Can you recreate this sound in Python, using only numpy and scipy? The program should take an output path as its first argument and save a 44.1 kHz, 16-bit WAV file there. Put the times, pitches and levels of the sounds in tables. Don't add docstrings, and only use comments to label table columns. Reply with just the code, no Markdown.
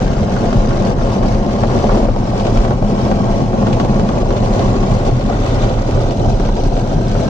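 import sys
import numpy as np
from scipy import signal
from scipy.fft import rfft, irfft, next_fast_len
from scipy.io import wavfile
from scipy.ndimage import uniform_filter1d, minimum_filter1d, map_coordinates

SR = 44100
rng = np.random.default_rng(int(sys.argv[2]) if len(sys.argv) > 2 else 0)


def inscribe(sig):
    pcm = np.round(np.clip(np.atleast_2d(sig).T, -1, 1) * 32767)
    wavfile.write(sys.argv[1], SR, pcm.astype(np.int16))


N = 321489

# time_s, roof_db, panel_db, patter_db, spray_db
POUR_LEVELS = [(0.0, -16.5, -21, -34, -38), (0.5, -16, -20.5, -33.5, -38.5), (1.3, -17.5, -20, -33, -41.5),
               (1.9, -16, -20.5, -32, -39), (2.2, -17.5, -23, -34, -43.5), (2.55, -17.5, -21.5, -34, -41),
               (3.2, -16.5, -20.5, -33, -43), (3.95, -15, -21, -31.5, -42), (4.3, -18, -19, -33, -40),
               (4.6, -15, -20, -31, -39), (5.2, -19, -22, -35.5, -42.5), (5.6, -16.5, -19.5, -32.5, -37.5),
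               (6.1, -18.5, -20, -35.5, -40), (6.8, -18.5, -21.5, -36, -39), (7.29, -16, -21, -34.5, -40)]
# time_s, upper_roof_notes_db, coarse_drops_db
STREAM_TONE = [(0, 1, 3), (.7, 4.5, 0.5), (1.2, 0, 2.5), (2.1, 5.5, 0.5), (2.8, 1, 0), (3.5, 2.5, 1.5),
               (4.1, 3, 2.5), (4.6, 2, -1.5), (5.1, 1, 0.5), (5.6, -4, 0), (6.4, 0, -2), (7.29, -2, 0.5)]
# start_s, hold_s, depth_db
STREAM_LULLS = [(0.052, 0.14, 2.5), (0.247, 0.041, 5.5), (0.654, 0.14, 0), (0.93, 0.012, 9),
                (1.324, 0.11, 2.5), (2.056, 0.075, 5), (2.735, 0.056, 9), (3.426, 0.078, 4),
                (4.223, 0.046, 3), (5.307, 0.022, -1), (5.743, 0.11, 3.5), (6.128, 0.023, 3.5),
                (6.36, 0.027, 3.5), (6.496, 0.019, 5), (6.674, .02, 4.5), (6.816, 0.024, 4),
                (6.937, 0.086, 3)]
# start_s, length_s, panel_rise_db, spray_rise_db
STREAM_GUSHES = [(0.276, 0.09, 3, 6), (0.41, 0.14, 3, 0), (0.76, 0.18, 1, 2), (0.998, 0.21, 2, 3),
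                 (1.228, 0.14, 1, 5), (1.732, 0.16, 0.5, 2.5), (1.842, 0.26, 3.5, 0.5),
                 (2.328, 0.21, 3.5, 2.5), (2.522, 0.12, 2, 3.5), (2.959, 0.17, 1, 4),
                 (3.293, 0.16, 0.5, 4.5), (4.34, 0.1, -1, 0), (4.496, 0.19, 2.5, 1), (4.9, 0.11, 1, 2.5),
                 (5.04, 0.084, 5.5, 4.5), (5.203, .08, -2, 2), (5.42, 0.091, 0.5, 3),
                 (5.565, 0.09, -1, 0.5), (5.854, 0.062, 2.5, 2), (5.954, 0.11, 0, 0.5),
                 (6.19, 0.13, 1.5, 0), (6.396, .1, 2, 3), (6.535, 0.088, 2.5, 3), (6.708, 0.099, 1.5, 2),
                 (6.875, 0.19, 2.5, -0.5), (7.076, .07, -2.5, 2), (7.176, 0.1, 2.5, 3)]
# start_s, lower_db, upper_db
ROOF_HITS = [(0.213, -8, -25), (0.313, -11, -8.5), (0.551, -6, -26), (0.7, -11.5, -20.5),
             (0.842, -21, -14.5), (1.15, -18.5, -12), (1.235, -18.5, -10.5), (1.335, -13, -16.5),
             (1.669, -12.5, -19.5), (1.772, -15, -13), (2.52, -12, -10.5), (2.687, -8.5, -13),
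             (2.815, -12, -12), (2.922, -19, -11), (3.019, -13, -14.5), (3.11, -23, -9), (3.205, -21, -9.5),
             (3.36, -23, -10.5), (3.42, -12, -17), (3.59, -24, -9), (3.675, -15, -13), (3.806, -20, -13),
             (3.899, -13, -15), (4.01, -9.5, -11), (4.13, -22, -11), (4.401, -17, -16), (4.683, -10.5, -15),
             (4.909, -9, -16.5), (5.12, -7.5, -26), (5.24, -26, -12), (5.945, -7, -16), (6.18, -12, -23),
             (6.27, -6, -16), (6.954, -7, -15)]
# start_s, slap_db, thud_db, splash_db
WINDSHIELD_HITS = [(0.132, -27, -18, -33.5), (0.365, -14, -34, -40), (0.459, -24, -17.5, -33),
                   (0.5278, -18, -17.5, -35), (0.707, -16.5, -22, -39), (0.9117, -22, -13, -38),
                   (1.013, -22, -14.5, -46), (1.055, -26, -18, -37), (1.2254, -19, -15, -41),
                   (1.345, -32, -31, -31.5), (1.634, -14, -9, -37.5), (1.7504, -13.5, -15, -43),
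                   (1.8404, -26.5, -6, -37), (1.893, -9, -15, -45), (1.973, -23.5, -14.5, -37),
                   (2.0858, -21.5, -11, -47), (2.1624, -30, -14, -45), (2.397, -22.5, -23, -30.5),
                   (2.45, -22.5, -26, -31.5), (2.467, -28, -20, -29), (2.572, -16, -28, -30),
                   (2.648, -21, -17, -32.5), (2.707, -15.5, -13, -41.5), (2.825, -24, -13.5, -45),
                   (2.899, -24.5, -25, -41), (3.114, -15, -11, -34), (3.531, -21.5, -13.5, -45),
                   (3.6678, -17, -12, -30), (3.728, -25.5, -19.5, -26.5), (3.799, -13.5, -13, -27.5),
                   (3.847, -21.5, -11, -34), (3.996, -19, -14.5, -35), (4.089, -14.5, -19, -32),
                   (4.306, -16, -12, -33), (4.366, -25, -20, -30), (4.5934, -18, -12.5, -28.5),
                   (4.8272, -25, -14.5, -35), (5.0298, -26, -16.5, -44), (5.0734, -36, -15, -34),
                   (5.21, -23, -19.5, -37), (5.297, -19, -13, -39), (5.6335, -33, -15.5, -30),
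                   (5.973, -19, -13, -48), (6.108, -30, -29, -30.5), (6.3975, -18, -19, -36),
                   (6.4494, -30, -20, -33), (6.488, -18, -17, -41), (6.566, -26, -26, -33),
                   (6.765, -26, -21, -36), (7.15, -20, -18, -46)]
# time_s, level_db
BODY_HEAVE = [(0.0, -8.5), (0.3, -24), (0.6, -13), (0.78, -21.5), (1.35, -13), (1.58, -21.5), (2.12, -11),
              (2.3, -26), (2.6, -9.5), (2.8, -21), (3.8, -20), (4.2, -15), (5.2, -17), (5.7, -12.5),
              (5.87, -19.5), (6.5, -13.5), (7.29, -19)]

# pitch_hz, width_hz, level_db
ROOF_NOTES = [(76.7, 19, -5.5), (109.1, 17.9, 1.5), (132, 32, -2), (192, 19.5, -1.5), (214.4, 23.1, -1.5),
              (250.4, 37.3, -8.5)]
PANEL_NOTES = [(346.3, 36.4, 2.5), (401, 47, 2), (515.6, 71, 1), (576, 38.6, 3.5), (665, 83, 0.5),
               (825, 190, -5.5)]
WINDSHIELD_NOTES = [(274, 56, 0), (1210, 100, 3), (1500, 170, -9), (3520, 400, 0)]
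BODY_NOTES = [(30.3, 14, 1.5), (39.6, 22.8, -4.5)]

# pitch_hz, level_db
SLAP_TONE = [(500, -18), (1050, 12.5), (1500, 5), (2200, -18.5), (3500, -39), (7000, -45.5)]
SPLASH_TONE = [(1000, -25), (2100, 2.5), (3200, 4.5), (4200, -0.5), (6500, -5), (8000, -14.5),
               (9500, -44.5), (12000, -62.5)]
CRACK_TONE = [(600, -19), (1200, 4), (2000, -0.5), (3200, -8), (6000, -13), (8000, -27), (10000, -50)]
PATTER_TONE = [(500, -30), (850, 1.5), (1080, 3.5), (1250, -3.2), (1520, -5.5), (1750, -9.5), (2100, -14),
               (3500, -19.5), (7000, -25.5), (12000, -59)]
SPRAY_TONE = [(900, -22.5), (1900, -6), (2150, -1), (2500, -2), (2950, -0.9), (3500, -2.5), (4000, -2.5),
              (4300, -1.5), (4700, -3), (6200, -3), (7200, -12), (8200, -15.5), (9500, -25), (12000, -26.5),
              (15000, -34)]

# time_s, left_minus_right_db, windshield_db
MIC_FACING = [(0, 1, -10), (1.8, 1.24, -10.5), (4.6, 0.5, -16.5), (5.3, 0.8, -3.5), (5.8, -0.5, -7),
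              (7.29, 1, -8)]
# pitch_hz, likeness (0 to 1)
STEREO_LIKENESS = [(30, .976), (130, .97), (240, .95), (310, .8), (360, .9), (550, .8), (700, .58),
                   (850, .52), (1100, .3), (1400, .25), (1900, 0)]
# pitch_hz, left_minus_right_db
STEREO_BALANCE = [(30, -0.5), (120, -0.5), (165, 0), (230, 0), (320, 0.5), (450, -0.1), (750, 0),
                  (1100, 0.5), (3000, 0.5), (6000, 0), (7600, 5.5), (12000, 3.5)]


def roof_drumming(level_db):
    upper_db, _ = curves(STREAM_TONE)
    lumps = impacts(per_s=320, scatter_db=-2, life_s=0.0058)
    lower = in_stereo(lumps, ringing(ROOF_NOTES[:3], low_hz=56.4, high_hz=207))
    upper = in_stereo(lumps, ringing(ROOF_NOTES[3:], low_hz=176, high_hz=382))
    roof = lower - amp(upper_db) * upper
    return amp(level_db + 0.37) * steady(roof, span_s=0.069)


def roof_thumps():
    start_s, lower_db, upper_db = np.transpose(ROOF_HITS)
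    lower = ringing(ROOF_NOTES[:3], low_hz=101, high_hz=140)
    upper = ringing(ROOF_NOTES[3:], low_hz=179, high_hz=248)
    return (strikes(start_s, lower_db, lower, rise_s=0.0057, life_s=0.035)
            + strikes(start_s, upper_db, upper, rise_s=0.008, life_s=0.036))


def panel_rattle(level_db, windshield_db):
    lumps = impacts(per_s=880, scatter_db=0.5, life_s=0.003)
    boom = unit(in_stereo(lumps, ringing(WINDSHIELD_NOTES[:1], low_hz=226, high_hz=330)))
    panels = unit(in_stereo(lumps, ringing(PANEL_NOTES, low_hz=272, high_hz=920)))
    return amp(level_db + 0.46) * steady(panels - amp(windshield_db) * boom, span_s=0.052)


def windshield_splashes(ring_s=0.012):
    start_s, slap_db, thud_db, splash_db = np.transpose(WINDSHIELD_HITS)
    panels = ringing(PANEL_NOTES, low_hz=200, high_hz=990)
    thuds = strikes(start_s, thud_db + 0.5, panels, rise_s=0.00055, life_s=ring_s)
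    slaps = strikes(start_s, slap_db - 6.5, tone(SLAP_TONE), rise_s=0.00021, life_s=ring_s)
    splashes = strikes(start_s, splash_db, tone(SPLASH_TONE), rise_s=0.0003, life_s=ring_s)
    crack_db = (slap_db + splash_db) / 2
    cracks = strikes(start_s, crack_db, tone(CRACK_TONE), rise_s=0.0002, life_s=0.003)
    return thuds + slaps + splashes + cracks


def drop_patter(level_db, windshield_db):
    drops = cabin_echoes(impacts(per_s=700, scatter_db=1, life_s=0.0073), echo_db=-3)
    patter = steady(in_stereo(drops, tone(PATTER_TONE)), span_s=0.1)
    taps = impacts(per_s=290, scatter_db=6, life_s=0.0031)
    ring = in_stereo(taps, ringing(WINDSHIELD_NOTES[1:3], low_hz=1100, high_hz=1750))
    return amp(level_db + 3.5) * (patter + amp(windshield_db - 4.5) * steady(ring, span_s=0.1))


def spray_fizz(level_db, windshield_db, wash_db=-46):
    _, coarse_db = curves(STREAM_TONE)
    mist = unit(impacts(per_s=410, scatter_db=3.5, life_s=0.024))
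    ticks = amp(-3) * unit(impacts(per_s=150, scatter_db=4.5, life_s=0.0016))
    fizz = cabin_echoes(mist + ticks + amp(-6) * bubbles(), echo_db=-6.5)
    spray = in_stereo(fizz, tone(SPRAY_TONE))
    coarse = filtered(spray, lambda hz: 1 / (1 + (hz / 3000) ** 8))
    spray = unit(spray + (amp(coarse_db) - 1) * coarse)
    droplets = impacts(per_s=330, scatter_db=5, life_s=0.0046)
    sizzle = unit(in_stereo(droplets, ringing(WINDSHIELD_NOTES[3:], low_hz=2700, high_hz=3900)))
    flow = np.hypot(amp(level_db + 1.5), amp(wash_db))
    return flow * steady(spray + amp(windshield_db - 3) * sizzle, span_s=0.087)


def bubbles(count=4000, low_hz=1700, high_hz=8000, scatter_db=6, life_s=0.008):
    when, pitch, life, size, pan, left_phase, right_phase = rng.random((7, count, 1))
    t = np.arange(SR // 60) / SR
    hz = low_hz + (high_hz - low_hz) * pitch
    fade = amp(scatter_db * size ** 3) * np.exp(-t / (life_s * (0.5 + life))) * (1 - t / t[-1])
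    samples = ((when * N).astype(int) + np.arange(len(t))).ravel()
    sides = []
    for share, phase in [(pan, left_phase), (1 - pan, right_phase)]:
        pings = np.sqrt(share) * fade * np.sin(2 * np.pi * (hz * t + phase))
        sides.append(np.bincount(samples, pings.ravel(), N)[:N])
    return unit(np.array(sides))


def body_shake():
    heave_db, = curves(BODY_HEAVE)
    blows = impacts(per_s=180, scatter_db=-4.5, life_s=0.0039)
    shake = in_stereo(blows, ringing(BODY_NOTES, low_hz=28, high_hz=75))
    return amp(heave_db - 2) * steady(shake, span_s=0.23)


def engine_hum(firing_hz=27.63, level_db=-24, overtone_db=-12):
    phase = 2 * np.pi * np.cumsum(firing_hz * (1 + 0.0216 * wobble(per_s=2.5))) / SR
    return amp(level_db) * unit(np.sin(phase) + amp(overtone_db) * np.sin(4 * phase))


def lulls(break_s=0.011, refill_s=0.092):
    t = np.arange(N) / SR
    return sum(depth_db * np.interp(t, start_s + np.cumsum([0, break_s, hold_s, refill_s]), [0, 1, 1, 0])
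               for start_s, hold_s, depth_db in STREAM_LULLS)


def gushes():
    t = np.arange(N) / SR
    start_s, length_s, panel_db, spray_db = np.transpose(STREAM_GUSHES)
    arches = np.sin(np.pi * np.clip((t - start_s[:, None]) / length_s[:, None], 0, 1))
    return panel_db @ arches, spray_db @ arches


def impacts(per_s, scatter_db, life_s):
    lands = rng.random(N) < per_s / SR
    size = amp(scatter_db * np.clip(rng.standard_normal(N), -2, 2))
    energy = signal.lfilter([1], [1, -np.exp(-2 / (life_s * SR))], lands * size ** 2)
    return np.sqrt(energy) * rng.standard_normal((2, N))


def strikes(start_s, level_db, response, rise_s, life_s):
    t = np.arange(SR // 8) / SR
    blows = np.bincount((start_s * SR).astype(int), amp(level_db), N)[:N]
    loudness = signal.oaconvolve(blows, np.exp(-t / life_s) * (1 - np.exp(-t / rise_s)))[:N]
    return loudness * steady(in_stereo(rng.standard_normal((2, N)), response), span_s=0.0079)


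def ringing(notes, low_hz, high_hz):
    def response(hz):
        ring = sum((-1) ** k * amp(db) * 1j * hz * width / (pitch ** 2 - hz ** 2 + 1j * hz * width)
                   for k, (pitch, width, db) in enumerate(notes))
        return ring / np.sqrt((1 + (low_hz / (hz + 1)) ** 8) * (1 + (hz / high_hz) ** 8))
    return response


def cabin_echoes(x, echo_db, decay_s=0.008, patterns=8):
    t = np.arange(SR // 40) / SR
    tails = rng.standard_normal((patterns, 2, len(t))) * np.exp(-t / decay_s)
    tails /= np.linalg.norm(tails, axis=2, keepdims=True)
    place = np.linspace(0, patterns - 1, N)
    echoes = 0
    for k, tail in enumerate(tails):
        nearness = np.sqrt(np.maximum(0, 1 - np.abs(place - k)))
        echoes += signal.oaconvolve(x * nearness, tail, axes=1)[:, :N]
    return x + amp(echo_db) * echoes


def in_stereo(pair, response, left_lead_s=0.00024):
    size = next_fast_len(N + SR // 2)
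    hz = np.fft.rfftfreq(size, 1 / SR)
    shared, apart = rfft(pair, size) * response(hz)
    spread = np.arccos(np.clip(at_pitch(STEREO_LIKENESS, hz), -1, 1)) / 2
    side = np.array([[1], [-1]])
    sides = shared * np.cos(spread) + side * apart * np.sin(spread)
    balance = amp(side * at_pitch(STEREO_BALANCE, hz) / 2)
    time_shift = np.exp(1j * np.pi * hz * side * left_lead_s)
    return irfft(sides * balance * time_shift, size)[:, :N]


def steady(x, span_s):
    size = int(span_s * SR) + 1
    power = uniform_filter1d(uniform_filter1d(np.mean(x ** 2, axis=0), size), size)
    return x / np.sqrt(np.abs(power) + 1e-20)


def filtered(x, response):
    size = next_fast_len(N + SR // 2)
    return irfft(rfft(x, size) * response(np.fft.rfftfreq(size, 1 / SR)), size)[..., :N]


def tone(table):
    return lambda hz: amp(at_pitch(table, hz))


def at_pitch(table, hz):
    pitches_hz, values = np.transpose(table)
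    return np.interp(np.log(hz + 1), np.log(pitches_hz + 1), values)


def curves(table):
    time_s, *columns = np.transpose(table)
    return [np.interp(np.arange(N) / SR, time_s, column) for column in columns]


def wobble(per_s):
    return map_coordinates(rng.standard_normal(400), [np.arange(N) * per_s / SR], mode="wrap")


def amp(db):
    return 10 ** (np.asarray(db) / 20)


def unit(x):
    return x / np.sqrt(np.mean(x ** 2) + 1e-20)


def scene():
    roof_db, panel_db, patter_db, spray_db = curves(POUR_LEVELS)
    balance_db, windshield_db = curves(MIC_FACING)
    lull_db = lulls()
    panel_gush_db, spray_gush_db = gushes()
    clumps_db = 0.5 * wobble(per_s=24)
    roof_db += clumps_db - 0.24 * lull_db
    panel_db += clumps_db - 0.52 * lull_db + panel_gush_db + 0.7 * wobble(per_s=12)
    patter_db += clumps_db - 0.49 * lull_db + 0.9 * wobble(per_s=18)
    patter_db += 0.27 * (panel_gush_db + spray_gush_db)
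    spray_db += clumps_db - lull_db + spray_gush_db + 0.9 * wobble(per_s=31)
    metal = roof_drumming(roof_db) + roof_thumps() + panel_rattle(panel_db, windshield_db)
    glass = windshield_splashes() + drop_patter(patter_db, windshield_db)
    glass += spray_fizz(spray_db, windshield_db)
    inside = metal + glass + body_shake() + engine_hum()
    return inside * amp(np.array([balance_db, -balance_db]) / 2)


def record(dry, ceiling=0.86, top_hz=15385):
    needed = np.minimum(1, ceiling / (np.abs(dry).max(axis=0) + 1e-9))
    gain = uniform_filter1d(minimum_filter1d(needed, size=400), size=400)
    end_fades = signal.windows.tukey(N, 0.0005)
    return filtered(dry * gain * end_fades, lambda hz: hz < top_hz)


dry = scene()
out = record(dry)
inscribe(out)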